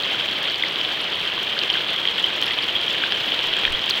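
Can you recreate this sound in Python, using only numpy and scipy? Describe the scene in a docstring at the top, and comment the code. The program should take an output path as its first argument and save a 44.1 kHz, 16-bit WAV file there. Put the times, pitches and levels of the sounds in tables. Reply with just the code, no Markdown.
"""A sheet of water runs down a flat metal tray outdoors and churns against the lip at its end.
Air trapped in the churn rings as small bubbles, drops splash, and foam fizzes and ticks.
Behind them are the soft rush of the running water and a faint hum.
The small, nearly mono microphone rings near 3 kHz. Wind brushes it, most clearly near the end."""
import sys
import numpy as np
from scipy import signal
from scipy.fft import rfft, irfft
from scipy.io import wavfile

SR = 44100
rng = np.random.default_rng(int(sys.argv[2]) if len(sys.argv) > 2 else 0)


def transcribe(u):
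    """Save the signal u as a 16-bit wav file named by the first command-line argument.

    u: samples, shape (n,) or (channels, n), limited to [-1, 1]; the rate is SR.
    q: integer samples, one column per channel.
    """
    v = np.clip(np.atleast_2d(u).T, -1, 1)
    q = np.round(v * 32767).astype(np.int16)
    wavfile.write(sys.argv[1], SR, q)


N = 176400   # 4 seconds

# How hard the water churns. Each row: time in seconds, level change in dB.
FLOW_CURVE = [(0, 0.6), (.7, -0.5), (1.15, -0.6), (1.6, 0), (2.4, 0), (3.3, 1.1), (4, 0.5)]
# Puffs of wind. Each row: time of the peak in seconds, half length in seconds, level in dB.
WIND_PUFFS = [(1.38, 0.015, -55), (3.517, 0.048, -48), (3.71, 0.071, -37)]
# The tone of the wind and of the rushing water. Each row: frequency in Hz, relative level in dB.
WIND_TONE = [(15, -3), (35, -18.5), (55, -11.5), (100, -20), (300, -46), (1500, -85)]
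RUSH_TONE = [(30, -22), (75, -9), (120, -7), (165, -4), (240, -5.5), (350, -.5), (480, -1), (680, -1.3),
             (820, -4), (1000, -2.5), (1300, -4.5), (2600, -3.5), (4200, -10), (6000, -30.5), (8000, -31),
             (11000, -38), (15500, -32.5)]
# Single foam ticks and drop slaps. Each row: start in seconds, level in dB before the tone is shaped.
FOAM_TICKS = [(.024, -25), (.43, -20.5), (1.4315, -21), (2.227, -25), (2.4155, -18), (2.4295, -23),
              (2.865, -26), (3.3045, -26), (3.44, -24), (3.472, -22), (3.7235, -23), (3.86, -22),
              (3.8998, -15), (3.9007, -12.5)]
DROP_SLAPS = [(.073, -21), (.5437, -1), (.7588, 0), (.8133, 0.5), (.8497, -0.5), (2.425, 2), (2.509, -1),
              (2.9817, -3), (3.037, -9), (3.1222, 1.5), (3.3913, 0), (3.5375, 1)]
# The tone of a tick and of a splash. Each row: frequency in Hz, boost or cut in dB.
TICK_TONE = [(200, -27), (1000, 14.5), (3500, 0), (5500, 14.5), (7500, 6), (11000, -2), (15500, 3.5)]
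SPLASH_TONE = [(80, -20), (400, -16), (1500, -6), (3000, 9), (4300, 2.5), (6500, -32), (11000, -28.5),
               (15500, -38)]
# How strong the foam and churn bubbles are. Each row: pitch in Hz, relative level in dB.
FIZZ_LEVELS = [(4500, 11), (6000, -5), (8000, -8), (11000, -15), (15000, -17)]
CHURN_LEVELS = [(1000, -11), (1300, -4.5), (1600, 3), (2100, 0.5), (2600, 2), (3300, 0.5), (4200, -6),
                (5200, -16), (6500, -28.5)]
# Single clear bubbles. Each row: start in seconds, pitch in Hz, level in dB, ring time in cycles.
NEAR_BUBBLES = [(0.0347, 4000, -17, 24), (.145, 1510, -21, 20), (0.327, 4300, -23, 22),
                (.499, 4430, -20, 18), (.558, 4500, -21, 28), (0.6243, 3500, -17.5, 36),
                (0.6361, 2060, -10.5, 22), (.684, 5500, -27, 22), (.758, 3900, -20, 16),
                (.813, 4340, -20, 18), (1.015, 10000, -30, 24), (1.1333, 3200, -22.5, 13),
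                (1.377, 1070, -22, 10), (1.567, 1520, -22, 16), (1.59, 4250, -11, 12),
                (1.626, 5000, -28, 16), (1.692, 4100, -29, 34), (1.7006, 3040, -11.5, 10),
                (1.7098, 3100, -20, 10), (1.7391, 3000, -18, 25), (1.754, 1600, -17.5, 17),
                (1.8847, 4000, -20.5, 16), (2.053, 3100, -19, 22), (2.0535, 1980, -17.5, 15),
                (2.0747, 3290, -15, 15), (2.0854, 3200, -20, 20), (2.2268, 6500, -38, 15),
                (2.2409, 3070, -16, 53), (2.436, 10800, -30, 30), (2.461, 10800, -28, 21),
                (2.51, 2000, -17.5, 35), (2.5869, 3310, -16.5, 12), (2.752, 3200, -24.5, 140),
                (2.8796, 3190, -19.5, 28), (3.0365, 1560, -13, 21), (3.0375, 2420, -15, 17),
                (3.122, 1730, -15.5, 8.5), (3.583, 1590, -22, 20), (3.65, 1840, -14, 12),
                (3.6518, 2380, -14, 21), (3.652, 3370, -11, 9.4), (3.677, 1720, -16.5, 16),
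                (3.7233, 8400, -26, 22), (3.748, 3250, -22, 50), (3.878, 3250, -25, 22),
                (3.8988, 5900, -23, 12), (3.908, 4230, -9.5, 35)]


def from_db(db):
    """Turns decibels into a number to multiply by."""
    return 10 ** (np.asarray(db) / 20)


def unit_level(x):
    """Scales a sound to an average (rms) level of 1."""
    return x / np.sqrt(np.mean(x ** 2) + 1e-20)


def gain_at(table, hz):
    """Reads the gain at a frequency from rows of Hz and dB, on a musical (log) scale."""
    table_hz, db = np.transpose(table)
    return from_db(np.interp(np.log(hz + 1e-9), np.log(table_hz), db))


def shape_tone(x, tone):
    """Filters a sound so that it takes on the given tone."""
    size = 2 * N
    gains = gain_at(tone, np.arange(N + 1) * SR / size)
    cepstrum = irfft(np.log(gains))
    # Fold the second half onto the first, so the filter rings after a click and never before.
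    cepstrum[1:N] *= 2
    cepstrum[N + 1:] = 0
    return irfft(rfft(x, size) * np.exp(rfft(cepstrum)))[..., :N]


def resonance(x, hz, width_hz):
    """Lets through a narrow band around one pitch."""
    r = np.exp(-np.pi * width_hz / SR)
    feedback = [1, -2 * r * np.cos(2 * np.pi * hz / SR), r * r]
    return signal.lfilter(np.array([1, 0, -1]) * (1 - r * r) / 2, feedback, x)


def wobble(rate_hz):
    """A smooth random wobble with a typical size of 1."""
    r = np.exp(-2 * np.pi * rate_hz / SR)
    smooth = signal.lfilter([1], [1, -2 * r, r * r], rng.standard_normal(N + SR))
    return unit_level(smooth[SR:])


def random_clicks(per_second, spread_db, cap_db=np.inf):
    """Clicks at random moments. A positive spread makes a few louder, a negative one a few softer."""
    levels_db = np.minimum(spread_db * rng.exponential(1, N), cap_db)
    heights = from_db(levels_db) * rng.choice([-1, 1], N)
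    return heights * (rng.random(N) < per_second / SR)


def timed_clicks(rows):
    """One click for each row of seconds and dB."""
    seconds, db = np.transpose(rows)
    return np.bincount((seconds * SR).astype(int), from_db(db), N)[:N]


def bubble(hz, cycles, swell_cycles=1.3, rise_per_cycle=0.0013):
    """A bubble pinches off, swells and rings, rising slightly in pitch as it fades."""
    turns = np.arange(int(cycles / hz * SR) + 2) * hz / SR
    swell = (1 - np.exp(-turns / swell_cycles)) ** 2
    loudness = swell * from_db(-60 * turns / cycles)
    phase = 2 * np.pi * turns * (1 + rise_per_cycle * turns / 2)
    return loudness / loudness.max() * np.sin(phase)


def bubble_crowd(clicks, levels, cycles):
    """Each click sets off a bubble: a few big low ones and many tiny high ones."""
    pitches = np.geomspace(levels[0][0], levels[-1][0], 32)
    shares = np.cumsum(pitches ** 1.6)   # higher pitches are picked more often
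    picked = np.searchsorted(shares / shares[-1], rng.random(N))
    crowd = np.zeros(N)
    for k, hz in enumerate(pitches):
        ring = bubble(hz, cycles)
        rings = np.convolve(clicks * (picked == k), ring / np.linalg.norm(ring))[:N]
        crowd += gain_at(levels, hz) * rings
    return unit_level(crowd)


def hum():
    """A faint wavering tone in the background."""
    return from_db(-53.5) * unit_level(resonance(rng.standard_normal(N), hz=334.8, width_hz=6))


def wind():
    """Soft low puffs of air hit the microphone's two openings differently."""
    t = np.arange(N) / SR
    gusts = sum(from_db(db) * np.exp(-((t - peak) / half) ** 2) for peak, half, db in WIND_PUFFS)
    shared, side = unit_level(shape_tone(rng.standard_normal((2, N)), WIND_TONE))
    return gusts * (shared + from_db(7) * side * np.array([[1], [-1]]))


def rush(flow_db):
    """The running sheet of water makes an even wash that gently follows the flow."""
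    wash = unit_level(shape_tone(rng.standard_normal(N), RUSH_TONE))
    return from_db(-31.5 + 0.52 * flow_db) * wash


def foam(flow_db):
    """Pinhead bubbles fizz, and thin films of foam burst with sharp ticks."""
    births = random_clicks(per_second=300, spread_db=5, cap_db=18)
    fizz = from_db(-50) * bubble_crowd(births, FIZZ_LEVELS, cycles=27)
    bursts = random_clicks(per_second=320, spread_db=4.2, cap_db=14)
    crackle = from_db(-51.5) * unit_level(shape_tone(bursts, TICK_TONE))
    ticks = shape_tone(timed_clicks(FOAM_TICKS), TICK_TONE)
    return from_db(flow_db) * (fizz + crackle) + ticks


def splashes(flow_db):
    """Drops hit the water with a dull click: a steady patter and a few louder slaps."""
    drops = random_clicks(per_second=260, spread_db=-1.5)
    patter = unit_level(shape_tone(drops, SPLASH_TONE))
    slaps = shape_tone(timed_clicks(DROP_SLAPS), SPLASH_TONE)
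    return from_db(-43 + flow_db) * patter + slaps


def plops():
    """Nearer bubbles ring clearly enough to be heard one by one."""
    track = np.zeros(N + SR)
    for seconds, hz, db, cycles in NEAR_BUBBLES:
        ring = from_db(db) * bubble(hz, cycles)
        start = int(seconds * SR)
        track[start:start + len(ring)] += ring
    return track[:N]


def churn(flow_db):
    """Air folded in at the lip of the tray rings as a dense trickle of bubbles."""
    births = random_clicks(per_second=2700, spread_db=3, cap_db=6)
    return from_db(-33.5 + flow_db) * bubble_crowd(births, CHURN_LEVELS, cycles=20.4)


def scene():
    """The water sounds straight ahead, swelling with one unsteady flow, with hum and wind added."""
    flow_db = np.interp(np.arange(N) / SR, *np.transpose(FLOW_CURVE))
    flow_db += 1.5 * wobble(rate_hz=42)   # a quick flicker in level
    water = rush(flow_db) + churn(flow_db) + plops() + splashes(flow_db) + foam(flow_db)
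    return water + hum() + wind()


def record(dry):
    """The microphone rings near 3 kHz and steeply cuts off the highest treble."""
    ringing = from_db(10) * resonance(dry, hz=3190, width_hz=414)
    cutoff_hz = 15900
    treble_cut = signal.ellip(12, .1, 90, cutoff_hz, fs=SR, output="sos")
    return signal.sosfilt(treble_cut, dry + ringing)


dry = scene()
out = record(dry)
transcribe(out)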